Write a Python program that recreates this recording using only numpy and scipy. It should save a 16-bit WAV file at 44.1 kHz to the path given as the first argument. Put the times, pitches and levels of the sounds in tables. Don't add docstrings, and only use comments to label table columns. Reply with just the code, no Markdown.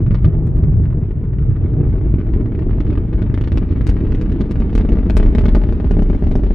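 import sys
import numpy as np
from scipy import signal
from scipy.io import wavfile
from scipy.ndimage import uniform_filter1d, minimum_filter1d

SR = 44100
rng = np.random.default_rng(int(sys.argv[2]) if len(sys.argv) > 2 else 0)


def magnitude_from_level(level_db):
    exponent = np.asarray(level_db, float) / 20
    return 10 ** exponent


def store_pcm(level_fs):
    pcm = np.round(np.clip(level_fs, -1, 1) * 32767).astype(np.int16)
    wavfile.write(sys.argv[1], SR, np.atleast_2d(pcm).T)


N = 288716
TOP_HZ = 20000
BRIGHT_DB = -15

# start_s, loudness_db, harshness_db
EXHAUST = [(0.0, -15.5, -49.5), (0.14, -13, -68), (0.22, -17, -55), (0.25, -7.5, -61), (0.31, -12.5, -53),
           (0.67, -10.5, -56), (0.75, -15.5, -56), (1.04, -11, -57), (1.06, -16, -56), (1.31, -13, -56),
           (2.01, -13.5, -52), (3.96, -15, -52.5), (4.54, -15, -51.5), (5.38, -14, -50.5),
           (6.11, -14, -51.5), (6.2, -17.5, -52), (6.29, -11, -57), (6.55, -14.5, -52.5)]


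def crackle():
    rise_at_bright_ms, rise_ms_per_db, weak_rise_ms_per_db = .036, .003, .0014
    push_lead_s = .001
    s, front_db, bright_db, push_db = fronts()
    push, swing = pushes(s - push_lead_s, push_db)
    rise_ms = rise_at_bright_ms - rise_ms_per_db * (bright_db - BRIGHT_DB)
    rise_ms = np.clip(rise_ms - weak_rise_ms_per_db * (front_db + 27), .008, .12)
    step_db = front_db + 6 + 90 * rise_ms
    edge = rounded(s, magnitude_from_level(step_db), rise_ms)
    return push, swing, sharp_part(edge + trail(s, step_db, rise_ms))


def trail(s, step_db, rise_ms):
    late_s = rng.random((len(s), 30)) ** 1.5 * .04
    turbulence_db = -9 - 0.1 * s
    fade_db_per_s = 320 + 115 * s
    size_db = (step_db + turbulence_db)[:, None] - fade_db_per_s[:, None] * late_s
    size = magnitude_from_level(size_db) * rng.standard_normal(late_s.shape)
    first_rise_ms = (.85 + .02 * s) * rise_ms
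    ripple_rise_ms = first_rise_ms[:, None] * (1 + 29 * late_s)
    return rounded((s[:, None] + late_s).ravel(), size.ravel(), ripple_rise_ms.ravel())


def fronts():
    # start_s, peak_db, brightness_db, push_db
    steep_fronts = [(0.0649, -35.0, -23.0, -9.0), (0.1087, -31.0, -27.0, -2.0), (0.1458, -29.0, -21.0, -8.0),
                    (0.184, -44.0, -27.0, -16.0), (0.245, -26.0, -26.0, -1.0), (0.3264, -45.0, -30.0, -19.0),
                    (0.3415, -43.0, -32.0, -11.0), (0.4694, -42.0, -9.0, -15.0), (0.5701, -40.0, -16.0, -19.0),
                    (0.6365, -37.0, -23.0, -5.0), (0.7335, -45.0, -27.0, -25.0), (0.8363, -42.0, -21.0, -30.0),
                    (0.8558, -39.0, -27.0, -20.0), (0.9056, -44.0, -31.0, -13.0),
                    (0.9277, -42.0, -33.0, -30.0), (1.0316, -42.0, -24.0, -30.0), (1.1095, -40.0, -31.0, -7.0),
                    (1.2404, -45.0, -39.0, -15.0), (1.333, -40.0, -34.0, -20.0), (1.386, -38.0, -26.0, -8.0),
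                    (1.4269, -43.0, -30.0, -30.0), (1.5054, -41.0, -33.0, -30.0),
                    (1.6371, -39.0, -30.0, -30.0), (1.6603, -39.0, -38.0, -6.0), (1.697, -45.0, -34.0, -9.0),
                    (1.7351, -45.0, -32.0, -13.0), (1.809, -43.0, -31.0, -12.0), (1.8358, -41.0, -33.0, -11.0),
                    (1.851, -45.0, -27.0, -17.0), (1.8668, -43.0, -38.0, -6.0), (1.8978, -41.0, -22.0, -12.0),
                    (1.9274, -41.0, -29.0, -24.0), (1.9576, -41.0, -32.0, -30.0),
                    (1.9823, -38.0, -30.0, -12.0), (2.0127, -39.0, -38.0, -11.0),
                    (2.0802, -43.0, -33.0, -17.0), (2.1408, -38.0, -25.0, -1.0), (2.1851, -39.0, -29.0, -28.0),
                    (2.203, -39.0, -27.0, -30.0), (2.2679, -40.0, -25.0, -30.0), (2.289, -42.0, -31.0, -15.0),
                    (2.3373, -34.0, -24.0, -7.0),
                    (2.3776, -43.0, -32.0, -18.0), (2.4006, -41.0, -32.0, -11.0),
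                    (2.4105, -38.0, -32.0, -8.0), (2.4601, -40.0, -25.0, -8.0),
                    (2.5205, -38.0, -33.0, -13.0), (2.5513, -37.0, -27.0, -30.0),
                    (2.5914, -36.0, -19.0, -6.0), (2.6209, -37.0, -33.0, -11.0),
                    (2.6938, -37.0, -32.0, -18.0), (2.71, -38.0, -22.0, -19.0),
                    (2.732, -40.0, -27.0, -11.0), (2.785, -39.0, -33.0, -5.0), (2.8052, -31.0, -18.0, -5.0),
                    (2.8677, -35.0, -21.0, -15.0), (2.9028, -34.0, -24.0, -4.0),
                    (2.928, -35.0, -26.0, -30.0), (2.9546, -38.0, -25.0, -9.0),
                    (2.9753, -32.0, -30.0, -6.0), (3.1296, -33.0, -23.0, -12.0),
                    (3.1811, -38.0, -30.0, -10.0), (3.1947, -41.0, -33.0, -13.0),
                    (3.22, -31.0, -20.0, -5.0), (3.265, -37.0, -31.0, -11.0), (3.2995, -40.0, -33.0, -9.0),
                    (3.3161, -40.0, -30.0, -11.0), (3.3421, -25.0, -23.0, -4.0),
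                    (3.3765, -30.0, -18.0, -9.0), (3.4119, -35.0, -14.0, -8.0),
                    (3.4396, -30.0, -21.0, -8.0), (3.4749, -30.0, -19.0, -6.0),
                    (3.5195, -29.0, -17.0, -6.0), (3.5576, -39.0, -27.0, -7.0),
                    (3.5746, -24.0, -19.0, -6.0), (3.6187, -37.0, -29.0, -7.0),
                    (3.6287, -35.0, -31.0, -10.0), (3.6904, -40.0, -18.0, -22.0),
                    (3.7092, -38.0, -25.0, -5.0), (3.7251, -36.0, -27.0, -8.0),
                    (3.7613, -35.0, -34.0, -10.0), (3.7803, -41.0, -21.0, -15.0),
                    (3.8101, -28.0, -29.0, -4.0), (3.8455, -41.0, -20.0, -15.0),
                    (3.8685, -23.0, -10.0, -5.0), (3.8915, -24.0, -13.0, -5.0), (3.9141, -38.0, -27.0, -11.0),
               (3.9677, -33.0, -23.0, -9.0), (3.9883, -39.0, -17.0, -12.0), (4.0057, -36.0, -29.0, -11.0),
               (4.049, -38.0, -23.0, -20.0), (4.0675, -36.0, -20.0, -7.0), (4.1056, -42.0, -21.0, -12.0),
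               (4.1212, -33.0, -21.0, -14.0), (4.1484, -32.0, -16.0, -7.0), (4.1782, -42.0, -16.0, -12.0),
               (4.2135, -28.0, -14.0, -5.0), (4.2347, -42.0, -24.0, -21.0), (4.26, -36.0, -20.0, -9.0),
               (4.2955, -35.0, -16.0, -5.0), (4.3198, -32.0, -15.0, -9.0), (4.3598, -42.0, -26.0, -30.0),
               (4.4085, -28.0, -14.0, -2.0), (4.4406, -42.0, -23.0, -10.0), (4.5109, -28.0, -11.0, -4.0),
               (4.5571, -34.0, -23.0, -10.0), (4.603, -31.0, -13.0, -4.0), (4.6204, -32.0, -28.0, -6.0),
               (4.6954, -37.0, -23.0, -30.0), (4.7298, -35.0, -15.0, -4.0), (4.7528, -20.0, -13.0, 0.0),
               (4.7788, -21.0, -17.0, -1.0), (4.799, -32.0, -27.0, -8.0), (4.8107, -30.0, -19.0, -4.0),
               (4.8505, -36.0, -22.0, -2.0), (4.8902, -29.0, -23.0, -5.0), (4.9209, -31.0, -15.0, -3.0),
               (4.9557, -37.0, -19.0, -11.0), (4.9716, -35.0, -28.0, -4.0), (4.9873, -33.0, -27.0, -3.0),
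               (5.0087, -42.0, -26.0, -12.0), (5.0312, -41.0, -25.0, -7.0), (5.063, -38.0, -24.0, -30.0),
               (5.0992, -22.0, -18.0, -2.0), (5.1536, -40.0, -15.0, -5.0), (5.1689, -13.0, -13.0, 2.0),
                    (5.2, -29.0, -19.0, -1.0), (5.2288, -26.0, -23.0, -6.0), (5.2618, -32.0, -22.0, -6.0),
                  (5.2821, -37.0, -25.0, -8.0), (5.331, -39.0, -24.0, -9.0), (5.3507, -25.0, -17.0, -2.0),
                  (5.3841, -25.0, -15.0, -2.0), (5.4106, -32.0, -13.0, -8.0), (5.439, -33.0, -25.0, -6.0),
                  (5.4564, -24.0, -20.0, -4.0), (5.4838, -25.0, -19.0, -4.0), (5.5161, -41.0, -21.0, -30.0),
                  (5.5493, -21.0, -18.0, -1.0), (5.567, -31.0, -21.0, -1.0), (5.6171, -35.0, -28.0, -9.0),
                  (5.6379, -34.0, -12.0, -6.0), (5.6904, -36.0, -22.0, -9.0), (5.7249, -32.0, -17.0, -8.0),
                  (5.801, -32.0, -22.0, -6.0), (5.845, -35.0, -23.0, -5.0), (5.8705, -39.0, -25.0, -30.0),
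                  (5.9107, -32.0, -12.0, -2.0), (5.9391, -41.0, -24.0, -9.0), (5.9693, -36.0, -18.0, -1.0),
                  (5.9926, -35.0, -21.0, -4.0), (6.0224, -33.0, -8.0, -2.0), (6.0566, -42.0, -24.0, -20.0),
                  (6.1008, -35.0, -14.0, -3.0), (6.1314, -36.0, -19.0, -9.0), (6.149, -37.0, -17.0, -5.0),
                  (6.2248, -39.0, -21.0, -5.0), (6.2397, -36, -10, -10), (6.2701, -34.0, -11.0, -5.0),
                  (6.3144, -33.0, -11.0, -6.0), (6.355, -31.0, -10.0, -1.0), (6.3939, -41.0, -18.0, -7.0),
                  (6.4359, -35.0, -16.0, -7.0), (6.4667, -38.0, -22.0, -9.0), (6.5075, -36.0, -24.0, -5.0)]
    weak_count, weak_over_harsh_db, weak_spread_db = 20, 6, 3.5
    late_s, front_gain_db = .0001, -2.5
    push_gain_db, push_spread, mean_push_db = -0.4, 1.15, 0.1
    chance = rng.random((weak_count, 3))
    at = (chance[:, 0] * (N - SR // 10)).astype(int)
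    harsh_db = in_time(EXHAUST)[1][at]
    weak_db = harsh_db + weak_over_harsh_db - weak_spread_db * np.log(1 - .9 * chance[:, 1])
    weak = np.transpose([at / SR, weak_db, BRIGHT_DB - 6 - 6 * chance[:, 2], weak_db + 25])
    s, peak_db, bright_db, push_db = np.vstack([steep_fronts, weak]).T
    bright_db = np.minimum(bright_db, -25.5 + 4.2 * s)
    push_db = push_gain_db + push_spread * (push_db - mean_push_db)
    return s + late_s, peak_db + front_gain_db, bright_db, push_db


def pushes(s, push_db):
    spike_ms, swing_db, swing_cycles = 1.1, -6.5, 1.2
    lead_samples = 27
    k = np.arange(SR // 12)
    ms = k * 1000 / SR
    cycle_ms = (12 + 2.8 * s)[:, None]
    at = (s * SR).astype(int)[:, None] + k
    size = magnitude_from_level(np.minimum(push_db, 0))[:, None]
    spike, swing = np.zeros((2, N + SR // 5))
    np.add.at(spike, at, size * np.exp(-ms / spike_ms))
    wave = np.cos(2 * np.pi * ms / cycle_ms) * np.exp(-ms / cycle_ms / swing_cycles)
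    np.add.at(swing, at, size * magnitude_from_level(swing_db) * wave)
    round_part = dull(spike[lead_samples:N + lead_samples], 350, order=3)
    snap = magnitude_from_level(climbed(-24, -2.5)) * (dull(spike[:N], 720, order=3) - round_part)
    return round_part + snap, dull(swing[:N], 260, order=3)


def roar():
    lumps_db, lumps_per_s = 2, 9
    mean_harsh_db = -53
    t = np.arange(N) / SR
    loud_db, harsh_db = in_time(EXHAUST)
    harsh_db = harsh_db - mean_harsh_db
    deep_db = loud_db - 4.5 + 0.65 * t + lumps_db * drift(lumps_per_s)
    low_db = loud_db + 1.5 - 1.75 * t + lumps_db * drift(lumps_per_s)
    middle_db = loud_db - 10.3 + 0.33 * t + 0.97 * harsh_db + lumps_db * drift(lumps_per_s)
    rattle_db = -43.5 + 0.69 * harsh_db
    clumps = magnitude_from_level(3.0 * drift(14))
    born = rng.random(N) < 400 * clumps / SR
    strength = np.minimum(rng.exponential(1, N), 4)
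    small_fronts = rms_one(born * magnitude_from_level(3.3 * strength))
    noise = rng.standard_normal((2, N))
    mixed = jump(small_fronts + 0.6 * noise[0], swing_hz=36.3, decay_ms=4.9)
    deep = rms_one(band(0.46 * small_fronts + noise[1], 26, 69.6))
    low = rms_one(band(mixed, 79, 162.5))
    middle = rms_one(band(mixed, 130, 407))
    ripple = rng.random(N) < 3000 * clumps / SR
    at = np.flatnonzero(born | ripple)
    size = np.where(born[at], magnitude_from_level(2.2 * strength[at]), 0.55 * noise[1, at])
    rise_ms = (0.142 - .0115 * t[at]) * magnitude_from_level(-1.2 * strength[at])
    rattle = rms_one(sharp_part(rounded(at / SR, size, rise_ms)))
    body = magnitude_from_level(deep_db - 1.2) * deep + magnitude_from_level(low_db - 3) * low + magnitude_from_level(middle_db - 3) * middle
    return body, magnitude_from_level(rattle_db - 8.5) * rattle


def rounded(times, sizes, rise_ms):
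    k = np.arange(-40, 41)
    width = np.clip(rise_ms, .008, .25)[:, None] * SR / 1000
    slope = 1 / np.cosh(k / width) ** 2
    out = np.zeros(N + SR // 10)
    at = (times * SR).astype(int)[:, None] + k
    np.add.at(out, at, sizes[:, None] * slope / slope.sum(axis=1, keepdims=True))
    return out[:N]


def jump(x, swing_hz, decay_ms):
    r = np.exp(-1000 / (decay_ms * SR))
    c = np.cos(2 * np.pi * swing_hz / SR)
    return signal.lfilter([1, -r * c], [1, -2 * r * c, r * r], x + 1e-18)


def sharp_part(slope):
    return band(jump(slope, swing_hz=40, decay_ms=1.8), 540, 9800, order=1)


def climbed(low_db, high_db):
    full_at_s, full_over_s = 4.6, 0.35
    return low_db + (high_db - low_db) / (1 + np.exp((full_at_s - np.arange(N) / SR) / full_over_s))


def ground(x, gain_db, cut_hz):
    lag_ms = 1.2 + .6 * np.arange(N) / SR
    return magnitude_from_level(climbed(-3, 1.5) + gain_db) * dull(delayed(x, lag_ms), cut_hz, order=1)


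def wall(x):
    lag_ms = 20 - 1.3 * np.arange(N) / SR
    return magnitude_from_level(climbed(-5, -16)) * band(delayed(x, lag_ms), 70, 400, order=1)


def nearby(x, taps):
    waver = 1 + 0.018 * drift(5)
    bright = x + 0.41 * band(x, 4500, TOP_HZ, order=1)
    return x + sum(gain * delayed(bright, ms * waver) for ms, gain in taps)


def small_panel(x):
    gain_db = -5 + np.array([[3], [-3]])
    return magnitude_from_level(gain_db) * delayed(band(x, 2400, 13000), 6.95)


def landscape(x, t60, onset_ms, alike):
    t = np.arange(SR // 4) / SR
    tail = rng.standard_normal((2, 2, len(t))) * magnitude_from_level(-60 * t / t60) * (1 - np.exp(-t * 1000 / onset_ms))
    tail /= np.sqrt(np.sum(tail ** 2, axis=2, keepdims=True))
    alike = np.clip(alike, 0, 1)
    tail[:, 1] = alike * tail[:, 0] + np.sqrt(1 - alike ** 2) * tail[:, 1]
    turn = 2.35 * drift(12)
    shares = np.cos(turn), np.sin(turn)
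    return sum(signal.oaconvolve((x * share)[None], path, axes=1)[:, :N] for share, path in zip(shares, tail))


def near_ticks():
    # start_s, peak_db
    ticks = [
        (0.4723, -48),
        (0.4776, -60),
        (0.5742, -52.5),
        (0.577, -64),
        (6.192, -58),
        (6.204, -60),
    ]
    s, peak_db = np.transpose(ticks)
    return band(clicks(s, magnitude_from_level(peak_db + 14.5)), 5500, 10500)


def band(x, low_hz, high_hz, order=2):
    sos = signal.butter(order, [low_hz, min(high_hz, TOP_HZ)], "band", fs=SR, output="sos")
    return signal.sosfilt(sos, x + 1e-18)


def dull(x, cut_hz, order=2):
    return signal.sosfilt(signal.butter(order, cut_hz, fs=SR, output="sos"), x + 1e-18)


def peak(x, hz, width_hz, gain_db):
    w, a = 2 * np.pi * hz / SR, magnitude_from_level(gain_db / 2)
    q = np.sin(w) * width_hz / hz / 2
    return signal.lfilter([1 + q * a, -2 * np.cos(w), 1 - q * a], [1 + q / a, -2 * np.cos(w), 1 - q / a], x)


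def delayed(x, lag_ms):
    return np.interp(np.arange(N) - lag_ms * SR / 1000, np.arange(N), x)


def later(x):
    return np.append(x[0], x[:-1])


def rms_one(x):
    return x / np.sqrt(np.mean(x ** 2) + 1e-20)


def in_time(rows):
    s, *columns = np.transpose(rows)
    return [np.interp(np.arange(N) / SR, s, c) for c in columns]


def drift(rate):
    knots = rng.standard_normal(int(N / SR * 40) + 2)
    return np.interp(np.arange(N) / SR * min(rate, 39), np.arange(len(knots)), knots)


def clicks(times, sizes):
    out = np.zeros(N)
    out[(np.asarray(times) * SR).astype(int)] = sizes
    return out


def limiter(x, hold_ms):
    size = int(hold_ms * SR / 1000)
    room = np.minimum(1, 1 / (np.abs(x).max(axis=0) + 1e-9))
    return x * uniform_filter1d(minimum_filter1d(room, size=2 * size + 1), size=size)


def scene():
    # lag_ms, gain (linear)
    near_left = [(.42, 0.0061), (1.15, -0.066), (2.85, -0.25), (3.25, 0.25), (3.56, 0.12), (5.8, -0.078),
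                 (6.8, 0.3), (7.18, -0.18), (7.6, 0.003)]
    near_right = [(.43, 0.07), (1.2, -0.19), (2.7, 0.061), (4.1, 0.1), (4.4, -0.25), (5.8, 0.19),
                  (6.92, 0.38), (7.14, 0.23), (7.56, 0.29)]
    body, rattle = roar()
    push, swing, edge = crackle()
    soft = body + push + swing + ground(push, gain_db=-4, cut_hz=500) + wall(push + swing)
    soft = dull(soft, 2500, order=3)
    sharp = rattle + edge
    sharp = sharp + magnitude_from_level(climbed(-13, 2.5)) * band(sharp, 260, 950, order=1)
    sharp = sharp + ground(sharp, gain_db=4.5, cut_hz=150)
    near = np.array([nearby(sharp, near_left), nearby(later(sharp), near_right)])
    near = near + small_panel(sharp)
    clutter = magnitude_from_level(-2.5) * landscape(band(sharp, 2600, 9500), t60=0.047, onset_ms=0.97, alike=.1)
    rumble_back = magnitude_from_level(-11.5) * landscape(band(soft, 30, 120), t60=0.23, onset_ms=1.5, alike=.1)
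    rattle_back = magnitude_from_level(-10) * landscape(dull(sharp, 4000), t60=.3, onset_ms=6, alike=.92)
    return np.array([soft, later(soft)]) + near + clutter + rumble_back + rattle_back + near_ticks()


def roll_off(x):
    return signal.sosfilt(signal.butter(12, 16900, fs=SR, output="sos"), x)


def record(dry):
    # center_hz, width_hz, left_db, right_db
    housing = [(190, 149, 4.5, 3.5), (343, 170, 1.5, 3), (539, 58.4, -12.5, -12.5), (588, 280, 5.5, 0.5),
               (707, 21, -16.5, -3), (980, 40, 2, -5.5), (1870, 2000, 4, 2.5), (4400, 1500, 3, -4),
               (10600, 8000, 6, 1)]
    floor_db = -94.5
    for hz, width_hz, left_db, right_db in housing:
        dry = np.array([peak(dry[0], hz, width_hz, left_db), peak(dry[1], hz, width_hz, right_db)])
    dry = limiter(band(dry, 3.7, 23000, order=1), hold_ms=14)
    dry = dry + magnitude_from_level(floor_db) * dull(rng.standard_normal(dry.shape), 12800, order=6)
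    return roll_off(dry)


dry = scene()
out = record(dry)
store_pcm(out)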